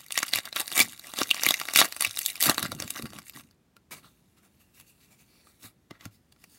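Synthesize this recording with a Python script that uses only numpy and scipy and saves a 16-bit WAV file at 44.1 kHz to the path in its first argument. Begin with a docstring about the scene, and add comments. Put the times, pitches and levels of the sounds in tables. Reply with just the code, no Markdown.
"""A foil packet is torn open and crinkled close to the microphone: creases snap over a bed of tiny crackles.
Each snap is a sudden step that rings small facets of the film; the crackles are many tiny random rings.
Cards are pulled out and slid (shaped noise) and flicked (clicks), and one is put down on the table.
Hands bump the pack now and then, with dull noise and low ringing; a small, quiet room answers and murmurs.
Levels in the tables are starting levels: each source then gets its own trim, and the room adds to it."""
import sys
import numpy as np
from scipy import signal
from scipy.fft import rfft, irfft, next_fast_len
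from scipy.io import wavfile
from scipy.ndimage import uniform_filter1d, map_coordinates

SR = 44100
rng = np.random.default_rng(int(sys.argv[2]) if len(sys.argv) > 2 else 0)


def dump(signal):
    """Clip the signal to [-1, 1] and save it as 16-bit WAV at the path in sys.argv[1]."""
    limited = np.clip(np.atleast_2d(signal).T, -1, 1)
    pcm = np.round(limited * 32767).astype(np.int16)
    wavfile.write(sys.argv[1], SR, pcm)


N = 290178  # length of the scene in samples
TOP_HZ = 16050  # nothing is kept above this


# Large creases that buckle: (time [s], level [dB], body [dB re level], edge [dB re level],
# ring of the facet [Hz])
CREASE_SNAPS = [(0.1071, -37, -5.5, -8, 1350), (0.1225, -32, -18.5, 4, 9160),
                (0.1769, -20.5, -8, -4.5, 1930), (0.1892, -30, -11, 4, 7910),
                (0.2305, -25.5, 1, -2.5, 1155), (0.2821, -39.5, -12, 1.5, 9090),
                (0.3358, -17.5, -12, -8.5, 4450), (0.3502, -30, -13, -1.5, 4565),
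                (0.3581, -26.5, -17, 3.5, 11970), (0.3873, -28.5, -3.5, -3.5, 3860),
                (0.4549, -37.5, -14, -0.5, 2220), (0.5277, -32, -12, -15.5, 4017),
                (0.5618, -28, -5, -1, 2850), (0.5667, -26.5, -5.5, -10.5, 2920),
                (0.5988, -33.5, -4.5, 6, 10600), (0.6045, -35.5, -0.5, 9, 9090),
                (0.7254, -32.5, -11.5, -7.5, 3890), (0.803, -22.5, -7, 5, 10000),
                (0.8142, -21, -16, -6, 3882), (0.9953, -42, -10.5, 0.5, 3980), (1.1378, -39.5, 2, 1, 7840),
                (1.1883, -28, -5, -2, 3620), (1.2171, -27, 4, -10, 1200), (1.2328, -27.5, -25.5, -3, 5860),
                (1.2923, -37.5, -12.5, -2, 3830), (1.3064, -24.5, -31, -9.5, 4000),
                (1.3118, -13.5, -19.5, -13.5, 3300), (1.3451, -33.5, -3.5, -0.5, 4590),
                (1.3662, -36.5, -5, -11, 2330), (1.3962, -32.5, -8.5, -14, 3750),
                (1.4351, -26, -3.5, 4.5, 6136), (1.4583, -30, -9, -0.5, 2070),
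                (1.4648, -17.5, -8.5, -3, 2185), (1.4881, -19, -14, -0.5, 3490),
                (1.5078, -17, -7.5, -4.5, 3734), (1.5415, -21, -14.5, -7, 2130),
                (1.5999, -32.5, -8.5, 0, 3750), (1.6147, -32.5, 3.5, -6, 5620),
                (1.654, -39, -2.5, -1, 3920), (1.6863, -31.5, -1, -9.5, 1418),
                (1.7372, -32, -4.5, 4.5, 6740), (1.7601, -17, -13, -4, 2504),
                (1.7742, -21.5, -11, 5.5, 11500), (1.79, -18, -6.5, -6.5, 2744),
                (1.7943, -20, -8.5, -0.5, 9000), (1.8155, -16.5, 0.5, -16, 1178),
                (1.8242, -22.5, -2.5, -14.5, 2150), (1.8462, -34, 5, 3.5, 8460),
                (1.9245, -33, -10, -4.5, 2300), (1.9653, -40.5, 1, 7, 9150),
                (2.0089, -28.5, -6, 7.5, 10920), (2.023, -26.5, -6, 5.5, 10550),
                (2.0485, -19.5, -13.5, -5.5, 2490), (2.1725, -29.5, -11.5, -5, 3940),
                (2.19, -31, -14, 7, 14850), (2.2522, -36.5, -22.5, 0, 4000), (2.2614, -25, -22, 5, 3920),
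                (2.3012, -34, -21, -1.5, 3920), (2.3563, -36.5, -11.5, -2.5, 2510),
                (2.4068, -31.5, -11, 6.5, 8650), (2.4132, -31, -22, 5, 14700),
                (2.4266, -23, -11, 5.5, 15210), (2.4372, -25.5, -13, 4, 3900),
                (2.4585, -26.5, -4.5, 1.5, 2200), (2.4966, -18, 0.5, -0.5, 3920),
                (2.5452, -37.5, -2.5, 2.5, 6290), (2.5812, -24, -1, -5.5, 4020),
                (2.5942, -36.5, -3, 4, 1290), (2.6283, -28.5, -2, 1.5, 3710), (2.7188, -34, 1.5, -2, 1380),
                (2.8015, -35.5, -3, 3.5, 6100), (2.8233, -32, -6, -4, 5090), (2.9051, -34, -12.5, 7, 10470),
                (2.9603, -39.5, -3.5, -6.5, 5730), (2.9958, -42.5, 0, -4, 1310),
                (3.0236, -39.5, -6, 1.5, 11220), (3.0569, -44, 3.5, -6, 1460), (3.1338, -47, 3.5, -4, 1450),
                (3.1872, -45, 3, 0.5, 1450), (3.297, -44.5, -13, 4, 13400)]
# Fingers pull or squeeze the film until it yields: (start [s], length [s], level [dB],
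# body [dB re level], edge [dB re level])
FILM_PULLS = [(0.15, 0.039, -34, -13, -4), (0.26, 0.036, -40.5, -14, -2.5), (0.335, 0.049, -32, -6.5, -6),
              (0.452, 0.021, -44, 3.5, -3), (0.56, 0.052, -34, -2.5, -1), (0.72, .03, -40.5, -5.5, 2),
              (0.758, 0.037, -26, -4, 4), (0.785, 0.03, -21.5, -7.5, 0.5), (0.875, 0.069, -50, -8, 2),
              (1.03, 0.076, -48, -3, 0.5), (1.17, 0.044, -31, -6, -3.5), (1.36, .04, -42, -4.5, -13),
              (1.42, 0.093, -31.5, -6.5, -4), (1.685, 0.025, -41.5, -1.5, -3),
              (1.76, 0.044, -17, -11.5, -2.5), (1.82, 0.033, -34, 2, 2), (2.01, 0.058, -31.5, -11.5, -7),
              (2.16, 0.078, -42, -27, 5.5), (2.263, 0.039, -39, -30, 5.5), (2.415, 0.052, -27.5, -12, 4),
              (2.457, 0.054, -31.5, 7, 1), (2.58, 0.023, -39, -1, -1.5), (2.63, 0.025, -34, 0, -4.5),
              (2.72, 0.0047, -42.5, 1.5, -4.5), (2.79, 0.05, -45.5, 0.5, -4), (2.958, 0.025, -41.5, 3, 0),
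              (3.053, 0.012, -51, 5.5, 1), (3.125, 0.066, -50.5, -1, -2), (3.26, 0.021, -54, -15, 6.5),
              (3.345, 0.052, -50.5, 0.5, 3.5)]
# Light rustle of the packet as it is held: (time [s], level [dB])
HELD_RUSTLE = [(0, -51.5), (0.089, -67.5), (0.15, -46), (0.4, -54.5), (0.5, -65), (0.62, -50), (0.83, -44),
               (0.98, -63), (1.26, -47.5), (1.55, -47), (1.9, -50.5), (2.35, -51), (2.55, -47.5),
               (2.76, -59.5), (2.92, -51), (3.1, -62), (3.42, -67), (3.55, -81.5)]
# Cards sliding out of the packet: (time [s], share of crackle given up to smooth rubbing [0-1]);
# the first and last shares hold before and after
CARD_DRAW = [(2.55, 0.52), (2.92, 0.73), (3.45, 0.3)]
# Broad colour of the foil: (frequency [Hz], level [dB])
FOIL_COLOUR = [(50, -21.5), (150, -6), (290, -1), (420, -7), (900, -7.5), (2000, -3), (5500, 1.5),
               (12000, 4.5), (16000, -1)]
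# Resonances of the packet: (centre [Hz], width [Hz], lift [dB])
PACKET_RESONANCES = [(693, 280, 9), (1160, 150, 6), (1396, 300, 6), (2070, 350, 5), (2450, 500, 4),
                     (2860, 180, 5.5), (3810, 630, 7), (4600, 180, 5)]
RIP_DB, RIP_RANGE_DB = -37, 15  # pulls above this start to rip; this much higher, all is rasp


def foil():
    """Large creases snap; the film rustles softly when held and rasps when it is pulled hard."""
    held = strengths(curves(HELD_RUSTLE)[0], body_db=-6.5, edge_db=2)
    worked = effort(FILM_PULLS, held, attack_s=0.016, build_db=3.5, release_s=0.08)

    wrinkles = crackles(rate=520, spread_db=9.5, pitch_hz=2860, pitch_spread=.6, cycles=1.3)
    # the finest creases give dry, bright ticks with hardly any ring
    prickles = crackles(rate=300, spread_db=8, pitch_hz=9720, pitch_spread=0.28, cycles=0.98)
    # cards gliding out of the film hiss more than they crackle
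    smooth = np.clip(np.interp(np.arange(N) / SR, *np.transpose(CARD_DRAW)), 0, 1)
    crackling = (1 - smooth) * (0.6 * wrinkles + 0.85 * prickles)
    rustle = unit(crackling + 0.31 * rng.standard_normal(N))

    # under a hard pull the slips come so fast that they merge into a rasp
    rasp = unit(rng.standard_normal(N) * amp(4.5 * wobble(520)))
    pull_db = 20 * np.log10(worked[1] + 1e-9)
    ripping = np.clip((pull_db - RIP_DB) / RIP_RANGE_DB, 0, 1)
    film = np.sqrt(1 - ripping) * rustle + np.sqrt(ripping) * rasp
    film = shifting(film, patchy_db=3.1, size=5)

    bed = played(coloured(film, FOIL_COLOUR, PACKET_RESONANCES), worked, span=0.042)
    bed *= amp(-2.5 + 0.37 * wobble(70))
    snaps = clicks([*CREASE_SNAPS, *strays()], FOIL_COLOUR, PACKET_RESONANCES, rebound_s=0.00055,
                   burst_db=-12.5, burst_t60=0.0072, flutter_db=-26.5, flutter_t60=0.022,
                   facet_db=11, facet_width=0.34)
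    return bed + amp(-1.0) * snaps + squeaks()


STRAYS_PER_S, STRAY_DB = 16, 7.5  # lesser creases: how often, typical level over the rustle
STRAY_SCATTER_DB = 5  # spread of their level and colour
STRAY_BODY_DB, STRAY_EDGE_DB, STRAY_HZ = -9.5, -4, 4940  # typical colour re level, typical facet


def strays():
    """Lesser creases give way at uneven intervals, louder the more the packet rustles."""
    times, levels = np.transpose(HELD_RUSTLE)
    slots = np.arange(times[0], times[-1], 1 / STRAYS_PER_S)
    late, size, body, edge, facet = np.clip(rng.standard_normal((len(slots), 5)), -2, 2).T
    s = np.abs(slots + late / STRAYS_PER_S)
    level_db = np.interp(s, times, levels) + STRAY_DB + STRAY_SCATTER_DB * size
    body_db = STRAY_BODY_DB + STRAY_SCATTER_DB * body
    edge_db = STRAY_EDGE_DB + STRAY_SCATTER_DB * edge
    return np.transpose([s, level_db, body_db, edge_db, STRAY_HZ * np.exp(.5 * facet)])


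# The film sticks and slips as it parts: (start [s], length [s], starting pitch [Hz], level [dB])
FILM_SQUEAKS = [(0.78, .004, 2261, -23), (0.804, .007, 2450, -16.5)]
SQUEAK_SAG_HZ_PER_S = 32000


def squeaks():
    """A rough tone, its pitch jittering, that sags as the film lets go."""
    track = np.zeros(N)
    for s, length, hz, db in FILM_SQUEAKS:
        gain = swell(length, attack_s=0.00054, build_db=0.5, release_s=0.0084)
        sagging = hz - SQUEAK_SAG_HZ_PER_S * np.arange(len(gain)) / SR
        pitch = sagging * (1 + .2 * rng.standard_normal(len(gain)))
        tone = np.sqrt(2) * np.sin(2 * np.pi * np.cumsum(pitch) / SR)
        add(track, s, amp(db) * gain * tone)
    return track


# One card pushed over another: (start [s], length [s], level [dB], body [dB re level],
# edge [dB re level])
CARD_STROKES = [(3.912, 0.017, -42, -1.5, 1.5), (3.96, .02, -53.5, -0.5, 1),
                (4.03, 0.027, -56.5, 2.5, -5.5), (4.37, 0.011, -64, 1, -1.5), (4.425, 0.036, -68, 4, 4.5),
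                (4.595, 0.022, -65.5, -4, 3.5), (4.74, .07, -62, -7.5, 3),
                (4.865, 0.037, -64.5, -16.5, 4.5), (5.005, 0.043, -62.5, -11, 0),
                (5.105, 0.027, -63.5, -2, 2.5), (5.185, 0.029, -63, -9.5, 1.5), (5.28, .14, -65, -6, -5),
                (5.44, .06, -67, 0.5, 3.5), (5.595, .03, -63, -8, 5), (5.625, 0.033, -49, -2, 3.5),
                (5.925, 0.039, -65, 5, -10), (5.995, 0.063, -58, 1.5, -3), (6.11, 0.046, -67.5, -13.5, 2),
                (6.39, 0.037, -67.5, -9, 2), (6.495, .06, -66, -6, 7.5)]
# Faint rubbing of the stack in the hand: (time [s], level [dB])
GRIP_RUB = [(3.9, -82), (4.07, -71), (4.3, -80.5), (4.7, -76.5), (4.85, -72.5), (5.25, -74.5),
            (5.55, -71.5), (5.76, -86), (6.27, -85.5), (6.58, -66)]
# Card edges that flick free: (time [s], level [dB], body [dB re level], edge [dB re level],
# first ring of the card [Hz], second ring [Hz])
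EDGE_FLICKS = [(3.767, -54, 2.5, -3, 1402, 4260), (4.800, -52.5, -4, 3, 2700, 4550),
               (4.811, -55.5, -8, 4.5, 2500, 4500), (5.471, -63, 10, 0, 1233, 2380),
               (5.910, -44.5, 5, -10, 2086, 3020), (6.010, -47, -9, -14.5, 2070, 3390),
               (6.055, -42.5, 0.5, -0.5, 1405, 6450), (6.324, -55, -9, -2, 4570, 4800),
               (6.363, -66.5, 3, -6.5, 1400, 2210), (6.441, -49.5, -3, 0.5, 2530, 4750)]
# Broad colour of the cards: (frequency [Hz], level [dB])
CARD_COLOUR = [(60, -3.5), (250, 6.5), (800, -3), (2000, -2.5), (6000, -3.5), (11000, -2), (16000, -6)]
# Resonances of the cards in cupped hands: (centre [Hz], width [Hz], lift [dB])
CUPPED_RESONANCES = [(714, 230, 4), (1330, 400, 6), (3900, 2200, 1.6)]


def cards():
    """Smooth card faces hiss as they slide; their edges tick as they come free."""
    specks = crackles(rate=660, spread_db=8, pitch_hz=3900, pitch_spread=0.93, cycles=1.0)
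    faces = rng.standard_normal(N) + 0.37 * specks
    faces = gripped(shifting(faces, patchy_db=2.43, size=16), width=0.24)
    held = strengths(curves(GRIP_RUB)[0], body_db=-6, edge_db=3)
    pushed = effort(CARD_STROKES, held, attack_s=0.0051, build_db=4.0, release_s=0.13)
    rub = played(coloured(faces, CARD_COLOUR, CUPPED_RESONANCES), pushed, span=0.036)
    rub *= amp(-2.5 + 0.99 * wobble(22))
    ticks = clicks(EDGE_FLICKS, CARD_COLOUR, CUPPED_RESONANCES, rebound_s=0.0012,
                   burst_db=-15, burst_t60=0.0044, flutter_db=-26, flutter_t60=0.031,
                   facet_db=10, facet_width=0.12)
    return rub + amp(-2.5) * ticks


# Two resonances of the sliding card shift with the grip: (time [s], lower [Hz], its lift [dB],
# upper [Hz], its lift [dB])
GRIP_RESONANCES = [(3.9, 2210, 6, 4330, 0.5), (4.06, 2300, -1, 3900, 7), (4.37, 2450, 5, 4300, 0),
                   (4.9, 2646, 9.5, 4400, 3), (5.03, 2450, 8, 3900, 1), (5.35, 2450, 6, 4575, 5.5),
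                   (5.5, 2390, 4, 4000, 9), (5.65, 2047, 5, 3880, 6), (6.0, 2004, 8, 3395, 2),
                   (6.12, 2400, -1, 4850, 5)]


def gripped(x, width):
    """The card's two resonances glide as the fingers change their hold; width is a share of the pitch."""
    hz, t, z = signal.stft(x, SR, nperseg=512)
    s, *cols = np.transpose(GRIP_RESONANCES)
    lower, lower_db, upper, upper_db = [np.interp(t, s, c) for c in cols]
    db = 0
    for centre, lift in [(lower, lower_db), (upper, upper_db)]:
        db = db + lift / (1 + (2 * (hz[:, None] / centre - 1) / width) ** 4)
    return signal.istft(z * amp(db), SR, nperseg=512)[1][:N]


# The stack bends as it is drawn out and turned: (start [s], length [s], level [dB])
STACK_FLEXES = [(0.785, 0.05, -44.5), (2.448, 0.039, -40), (2.58, 0.28, -48), (2.95, 0.051, -44.5),
                (3.03, 0.16, -49), (3.348, 0.025, -46), (3.909, 0.12, -56.5)]
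# Soft bumps of hands and cards: (time [s], table level [dB], card stack level [dB])
HAND_BUMPS = [(0.353, -38.5, -53), (0.803, -48, -29.5), (1.213, -40, -28.5), (1.467, -43, -33.5),
              (2.074, -40.5, -61), (2.499, -50, -38), (2.655, -42, -36), (2.724, -35, -38),
              (2.802, -33, -44), (2.824, -34, -43.5), (2.996, -49, -39), (5.645, -40.5, -49.5),
              (5.913, -48.5, -41.5), (6.058, -31.5, -41)]
# Ringing of the table: (frequency [Hz], typical level [dB], time to fall 60 dB [s])
TABLE_MODES = [(105, -3.5, 0.14), (152, -7, 0.073), (256, -14, 0.03)]
# Colour of the knock of the stack: (frequency [Hz], level [dB])
STACK_COLOUR = [(60, -9), (150, 0.5), (280, 2), (400, -6), (560, -6.5), (1100, -31), (4000, -50)]
# Colour of the dull flexing: (frequency [Hz], level [dB])
THUD_COLOUR = [(25, -28), (55, -6.5), (100, 2), (250, 2), (400, -8), (700, -26), (2000, -49.5)]


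def hands():
    """Dull flexing of the stack, and bumps that ring the table and knock the cards together."""
    bend = np.zeros(N)
    for s, length, db in STACK_FLEXES:
        # the negative build makes each flex ease off from its start
        add(bend, s, amp(db) * swell(length, attack_s=0.014, build_db=-2.5, release_s=0.29))
    unsteady = amp(-6 + 5.8 * wobble(42))
    sound = bend * unsteady * unit(coloured(rng.standard_normal(N), THUD_COLOUR))
    t = np.arange(SR // 15) / SR
    for s, table_db, stack_db in HAND_BUMPS:
        # the loose cards are too damped to ring: a short burst of noise
        knock = coloured(rng.standard_normal(len(t)) * amp(-60 * t / 0.012), STACK_COLOUR)
        add(sound, s, amp(stack_db - 9.0) * unit(knock))
        add(sound, s, amp(table_db - 0.5) * ringing(TABLE_MODES, attack=0.0019))
    return sound


def ringing(modes, attack):
    """Damped modes after a soft blow, at slightly new strengths each time."""
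    t = np.arange(SR // 3) / SR
    ring = np.zeros(len(t))
    for hz, db, t60 in modes:
        ring += amp(db + rng.normal(0, 1.0) - 60 * t / t60) * np.sin(2 * np.pi * hz * t)
    return ring * (1 - np.exp(-t / attack))


# How long the room rings: (frequency [Hz], time to fall 60 dB [s])
ROOM_DECAY = [(150, .25), (4000, 0.13), (15000, 0.082)]
REFLECT_HZ = 351  # echoes fade below this


def room(x, near_db, near_t60, tail_db):
    """Quick echoes off the table and boxes, then the faint tail of the room, both as fading noise."""
    hz, t, z = signal.stft(rng.standard_normal(SR // 2), SR, nperseg=256)
    fade = amp(-60 * t / along(ROOM_DECAY, hz)[:, None])
    tail = signal.istft(z * fade, SR, nperseg=256)[1]
    t = np.arange(len(tail)) / SR
    near = rng.standard_normal(len(t)) * amp(-60 * t / near_t60) * (t > .001)
    echo = amp(near_db) * near / np.linalg.norm(near) + amp(tail_db) * tail / np.linalg.norm(tail)
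    # small things on the table throw back little bass
    return x + filtered(signal.fftconvolve(x, echo)[:N], lambda hz: hz / np.hypot(hz, REFLECT_HZ))


# Colour of the room's murmur: (frequency [Hz], level [dB])
AIR_COLOUR = [(20, -23), (50, 2), (100, 2.5), (200, 1.5), (320, -3), (500, -12), (1000, -17), (2500, -22.5),
              (6000, -27), (16000, -32.5)]


def air():
    """The low, steady murmur of the room, made of shaped noise."""
    return amp(-66.0) * unit(coloured(rng.standard_normal(N), AIR_COLOUR))


def clicks(rows, spectrum, resonances, rebound_s, burst_db, burst_t60,
           flutter_db, flutter_t60, facet_db, facet_width):
    """A faint noise swells for up to 10 ms, then comes one sharp step that rings the facets,
    a rebound and a fading flutter of noise."""
    track = np.zeros(N)
    t = np.arange(-SR // 100, SR // 25) / SR
    before, after = np.maximum(-t, 0), np.maximum(t, 0)
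    burst = amp(burst_db - 60 * after / burst_t60) * (t >= 0)
    flutter = amp(flutter_db - 60 * after / flutter_t60 - 60 * before / 0.023)
    for s, db, body_db, edge_db, *facets_hz in rows:
        force = np.hypot(burst, flutter) * rng.choice([-1, 1], len(t)) + (t == 0)
        force[np.searchsorted(t, rebound_s * rng.uniform(.5, 2))] -= .5
        # nearby facets join in
        neighbours_hz = 3100 * np.exp(.55 * rng.standard_normal(size=3))
        neighbours = [(hz, 0.28 * hz, 5.5) for hz in neighbours_hz]
        facets = [(hz, facet_width * hz, facet_db) for hz in facets_hz]
        click = coloured(force, spectrum, [*resonances, *neighbours, *facets])
        # level each register as if its energy filled 5 ms
        parts = unit(registers(click)) * np.sqrt(.005 * SR / len(t))
        add(track, s + t[0], strengths(db, body_db, edge_db) @ parts)
    return track


def crackles(rate, spread_db, pitch_hz, pitch_spread, cycles):
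    """Tiny facets flip at random, rate a second; each rings for a few cycles at its own pitch."""
    start = rng.integers(0, N, int(rate * N / SR))
    size, pitch = np.clip(rng.standard_normal((len(start), 2)), -2, 2).T[:, :, None]
    hz = np.minimum(pitch_hz * np.exp(pitch_spread * pitch), TOP_HZ)
    k = np.arange(SR // 200)
    turns = hz * k / SR
    rings = amp(spread_db * size) * np.sqrt(hz) * np.cos(2 * np.pi * turns) * np.exp(-turns / cycles)
    rings *= rng.choice([-1, 1], (len(start), 1))
    return unit(np.bincount((start[:, None] + k).ravel(), rings.ravel(), N)[:N])


def shifting(x, patchy_db, size):
    """The colour of a sheet drifts as it bends; a patch lasts size frames of about 6 ms."""
    z = signal.stft(x, nperseg=512)[2]
    field = uniform_filter1d(rng.standard_normal(z.shape), size=7, axis=0)
    field = uniform_filter1d(field, size=size, axis=1)
    return unit(signal.istft(z * amp(patchy_db * field / field.std()), nperseg=512)[1][:N])


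def swell(length, attack_s, build_db, release_s):
    """Gain of one hand movement: it takes hold, changes by build_db over its length, and lets go."""
    t = np.arange(int((length + release_s) * SR)) / SR
    db = -build_db * np.maximum(1 - t / length, 0) - 60 * np.maximum(t - length, 0) / release_s
    return amp(db) * (1 - np.exp(-t / attack_s))


def effort(moves, resting, attack_s, build_db, release_s):
    """Gains of the three registers: the movements add their power to that of the resting hands."""
    power = resting ** 2
    for s, length, db, body_db, edge_db in moves:
        shape = swell(length + attack_s, attack_s, build_db, release_s)
        add(power, s - attack_s, np.outer(strengths(db, body_db, edge_db), shape) ** 2)
    return np.sqrt(power)


def played(texture, gains, span):
    """A texture whose registers follow a gesture, free to flicker within span seconds."""
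    parts = registers(texture)
    power = np.abs(uniform_filter1d(parts ** 2, max(int(span * SR), 2), axis=1))
    even = parts / np.sqrt(power + 1e-4 * power.mean(axis=1, keepdims=True))
    return np.sum(gains * even, axis=0)


def registers(x, body_hz=1800, edge_hz=6000):
    """Split a sound into its dull body, its middle and its sharp edge."""
    def response(hz):
        body = 1 / (1 + (hz / body_hz) ** 8)
        no_edge = 1 / (1 + (hz / edge_hz) ** 10)
        return np.array([body, no_edge - body, (1 - no_edge) * (hz < TOP_HZ)])
    return filtered(x, response)


def strengths(db, body_db, edge_db):
    """Gains of the three registers: body, middle and edge."""
    return amp([db + body_db, db, db + edge_db])


def coloured(x, spectrum, resonances=()):
    """x through a body that rings only after it is struck (minimum phase): a spectrum with resonances."""
    def response(hz):
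        db = along(spectrum, hz)
        for centre, width, lift in resonances:
            db = db + lift / (1 + (2 * (hz - centre) / width) ** 2)
        # folding the cepstrum forward in time gives the minimum phase
        cepstrum = irfft(np.log(amp(db)))
        cepstrum[1:len(hz) - 1] *= 2
        cepstrum[len(hz):] = 0
        return np.exp(rfft(cepstrum))
    return filtered(x, response)


def filtered(x, response):
    """x times a response of frequency."""
    m = 2 * next_fast_len(x.shape[-1] // 2 + SR // 20)
    return irfft(rfft(x, m) * response(np.fft.rfftfreq(m, 1 / SR)), m)[..., :x.shape[-1]]


def wobble(rate):
    """A smooth random curve, rate knots a second."""
    knots = rng.standard_normal(int(N * rate / SR) + 4)
    return map_coordinates(knots, [np.arange(N) * rate / SR])


def curves(rows):
    """One value per sample for each column after the time; -120 dB outside the rows."""
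    s, *cols = np.transpose(rows)
    return [np.interp(np.arange(N) / SR, s, c, left=-120, right=-120) for c in cols]


def along(points, hz):
    """(Hz, value) points read on a log axis."""
    f, v = np.transpose(points)
    return np.interp(np.log(hz + 1), np.log(f + 1), v)


def add(track, s, sound):
    """Mix a sound into a track at time s."""
    part = track[..., max(round(s * SR), 0):][..., :sound.shape[-1]]
    part += sound[..., :part.shape[-1]]


def unit(x):
    """Scale each row to rms 1."""
    return x / np.sqrt(np.mean(x ** 2, axis=-1, keepdims=True) + 1e-20)


def amp(db):
    """Decibels to gain."""
    return 10 ** (np.asarray(db) / 20)


def scene():
    """Everything happens within reach of one microphone."""
    handling = foil() + cards() + hands()
    return (room(handling, near_db=-11, near_t60=0.042, tail_db=-17.5) + air())[None]


BOTTOM_HZ = 46.6  # the microphone fades below this


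def record(dry):
    """The microphone sheds the deep bass and the recorder keeps nothing above its band limit."""
    return filtered(dry, lambda hz: (hz < TOP_HZ) * hz ** 4 / np.hypot(hz ** 4, BOTTOM_HZ ** 4))


dry = scene()
out = record(dry)
dump(out)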